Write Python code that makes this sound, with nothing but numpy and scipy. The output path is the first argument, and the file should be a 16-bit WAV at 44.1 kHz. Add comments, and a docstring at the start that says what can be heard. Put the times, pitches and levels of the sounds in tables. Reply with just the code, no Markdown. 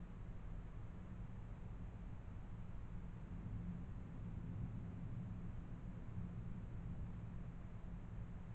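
"""Forest clearing with a far rumble

A still clearing, heard through the small microphone of a fixed, boxed camera. Far off, like traffic
beyond the trees, a rumble with a motor note in it swells and eases; a narrow drone near 175 Hz comes
and goes with it. Close by, air flutters deeply at the microphone and puffs once. A faint low hum lies
underneath, and over it all the steady, dull hiss of leaves and microphone."""
import sys
import numpy as np
from scipy import signal
from scipy.fft import rfft, irfft, next_fast_len
from scipy.io import wavfile
from scipy.ndimage import uniform_filter1d, map_coordinates

SR = 44100
rng = np.random.default_rng(int(sys.argv[2]) if len(sys.argv) > 2 else 0)


def wav_record(signal):
    """Record a signal, one row per channel, as 16-bit PCM in the file named by sys.argv[1]."""
    frames = np.transpose(np.atleast_2d(signal))
    bounded = np.clip(frames, -1, 1)
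    # unit amplitude maps onto the largest positive 16-bit level
    quanta = np.round(bounded * 32767).astype(np.int16)
    wavfile.write(sys.argv[1], SR, quanta)


N = 376613

# Resonances of the far rumble: pitch_hz, width_hz, level_db
RUMBLE_RESONANCES = [(95.3, 33, -5.5), (110.9, 12, -1.5), (125.4, 4, -.5), (155, 20, -9.5),
                     (215.4, 20, -14.5), (255.4, 33, -17.5), (332, 79, -27), (400, 45, -30.5)]
# Surges over the resting rumble: crest_s, rise_s, level_db, brightness_db
RUMBLE_SURGES = [(1.78, 0.091, -61, 4), (3.44, .13, -50, 0), (4.62, .45, -50.5, 1.1),
                 (6.18, .17, -51.5, -3), (6.85, .28, -54.5, -10.5)]
# The drone's two close resonances: pitch_hz, width_hz, level_db
DRONE_RESONANCES = [(171.6, 12, -5), (187.2, 7, -6)]
# Moments when the drone stands out: crest_s, gain_db
FLARES = [(1.08, 6.5), (2.97, 5.5), (3.7, 5.5), (5.36, 3.5)]
# Spectrum of air moving at the microphone: frequency_hz, level_db
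AIR_SPECTRUM = [(2, -10.5), (6, -1.5), (15, 0), (35, -3.5), (52, -2), (68, -8.5), (100, -14.5),
                (150, -18.5), (300, -29), (600, -48.5), (1500, -110)]
# One soft puff of air: crest_s, half_length_s, gain_db
AIR_PUFF = (6.95, .16, 4.4)
# Spectrum of the hiss of leaves and microphone: frequency_hz, level_db
HISS_SPECTRUM = [(100.0, -0.5), (450.0, 0.0), (750.0, -3.5), (1050.0, -4.5), (1700.0, -10), (2550.0, -15.5),
                 (3600.0, -25), (4500.0, -35), (5200.0, -38.5), (6400.0, -31), (7200.0, -28.5),
                 (7900.0, -32), (8450.0, -40.5), (8700, -60)]

RUMBLE_REST_DB = -57


def far_rumble(lower_surge_db, upper_surge_db, motor_hz=110.9, motor_db=-8, split_hz=190):
    """Beyond the trees, a dull roar and a wavering motor note swell; bright surges lift the top more."""
    roar = steadied(noise(lambda hz: resonances(RUMBLE_RESONANCES, hz)), span_s=.28, share=.85)
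    motor = amp(motor_db) * tone(motor_hz, drift_hz=1.9, rate_hz=9)
    rumble = unit(roar + motor)
    lower = signal.sosfiltfilt(signal.butter(2, split_hz, fs=SR, output="sos"), rumble)
    upper = rumble - lower
    return amp(RUMBLE_REST_DB + lower_surge_db) * lower + amp(RUMBLE_REST_DB + upper_surge_db) * upper


def surges(ebb_over_rise=1.7):
    """Lift in dB of the rumble's lower and upper bands: each surge builds, then ebbs with a long tail."""
    t = np.arange(N) / SR
    power = np.ones((2, N))
    for crest_s, rise_s, level_db, brightness_db in RUMBLE_SURGES:
        ebb = 1 / (1 + ((t - crest_s) / (ebb_over_rise * rise_s)) ** 2)
        envelope = np.where(t < crest_s, bump(crest_s, rise_s), ebb)
        band_gains = amp(level_db - RUMBLE_REST_DB) * np.array([1, amp(brightness_db)])
        power += np.outer(band_gains ** 2, envelope)
    return 10 * np.log10(power)


def far_drone(surge_db, motor_hz=173.5, rest_db=-62, surge_share=.96, waver_db=1.25):
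    """A higher, distant motor note beats against two narrow resonances, follows the surges and flares."""
    ringing = noise(lambda hz: resonances(DRONE_RESONANCES, hz))
    motor = tone(motor_hz, drift_hz=2.3, rate_hz=12)
    drone = steadied(ringing + motor, span_s=.25, share=.85)
    flare_db = sum(gain_db * bump(crest_s, half_length_s=.13) for crest_s, gain_db in FLARES)
    return amp(rest_db + surge_share * surge_db + flare_db + waver_db * wobble(6)) * drone


def air_at_microphone(level_db=-52, drift_db=.34):
    """Light air flutters right at the microphone opening and puffs once."""
    flutter = steadied(noise(lambda hz: colour(AIR_SPECTRUM, hz)), span_s=.4, share=.4)
    crest_s, half_length_s, puff_db = AIR_PUFF
    return amp(level_db + drift_db * wobble(1.2) + puff_db * bump(crest_s, half_length_s)) * flutter


def low_hum(pitch_hz=41.3, level_db=-60, waver_db=2.5, fade_start_s=3.7, fade_s=.66, drop_db=9.5):
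    """A faint deep tone wavers in pitch and level, holds, then sinks further into the background."""
    fade = np.clip((np.arange(N) / SR - fade_start_s) / fade_s, 0, 1)
    gain = amp(level_db - drop_db * fade + waver_db * wobble(4.5))
    return gain * tone(pitch_hz, drift_hz=.8, rate_hz=3)


def hiss(level_db=-65.5):
    """Leaves and the microphone itself make an even hiss, with a thin sheen near 7 kHz."""
    return amp(level_db) * noise(lambda hz: colour(HISS_SPECTRUM, hz))


def amp(db):
    """Decibels to gain."""
    return 10 ** (np.asarray(db) / 20)


def unit(x):
    """x at rms 1."""
    return x / np.sqrt(np.mean(x ** 2) + 1e-30)


def bump(crest_s, half_length_s):
    """A smooth rise to 1 at the crest and back."""
    return np.exp(-((np.arange(N) / SR - crest_s) / half_length_s) ** 2)


def wobble(rate_hz):
    """A smooth random curve through rate_hz knots a second."""
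    knots = rng.standard_normal(int(N * rate_hz / SR) + 4)
    return map_coordinates(knots, [np.arange(N) * rate_hz / SR])


def tone(pitch_hz, drift_hz, rate_hz):
    """A sine of rms 1 whose pitch wanders."""
    wandering_hz = pitch_hz + drift_hz * wobble(rate_hz)
    return unit(np.sin(2 * np.pi * np.cumsum(wandering_hz) / SR))


def colour(spectrum, hz):
    """Gain of a spectrum whose points are joined on a log frequency axis."""
    frequency_hz, level_db = np.transpose(spectrum)
    return amp(np.interp(np.log(hz + 1), np.log(frequency_hz + 1), level_db))


def resonances(modes, hz):
    """Gain of separately stirred resonances with steep skirts: their powers add."""
    power = 0
    for pitch_hz, width_hz, level_db in modes:
        detuning = (hz ** 2 - pitch_hz ** 2) / ((hz + 1e-6) * width_hz)
        power += (amp(level_db) / (1 + detuning ** 2)) ** 2
    return np.sqrt(power)


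def noise(gain):
    """Noise of rms 1 coloured by a gain function of frequency."""
    size = next_fast_len(N + SR // 2)
    spectrum = rfft(rng.standard_normal(size)) * gain(np.fft.rfftfreq(size, 1 / SR))
    return unit(irfft(spectrum, size)[:N])


def steadied(x, span_s, share):
    """x at rms 1, with a share of its chance swells longer than span_s evened out."""
    width = int(span_s * SR)
    power = np.abs(uniform_filter1d(uniform_filter1d(x ** 2, width), width)) + 1e-9
    return unit(x / power ** (share / 2))


def scene():
    """Far and near meet at one microphone; the same surges drive rumble and drone."""
    lower_surge_db, upper_surge_db = surges()
    distant = far_rumble(lower_surge_db, upper_surge_db) + far_drone(lower_surge_db)
    return (distant + low_hum() + air_at_microphone() + hiss())[None]


def record(dry):
    """The sound opens with a brief fade-in; the camera cuts it steeply above its band limit."""
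    fade_in_s, band_limit_hz = .004, 8600
    fade_in = np.minimum(np.arange(N) / (fade_in_s * SR), 1)
    low_pass = signal.ellip(10, .05, 90, band_limit_hz, fs=SR, output="sos")
    return signal.sosfilt(low_pass, dry * fade_in)


dry = scene()
out = record(dry)
wav_record(out)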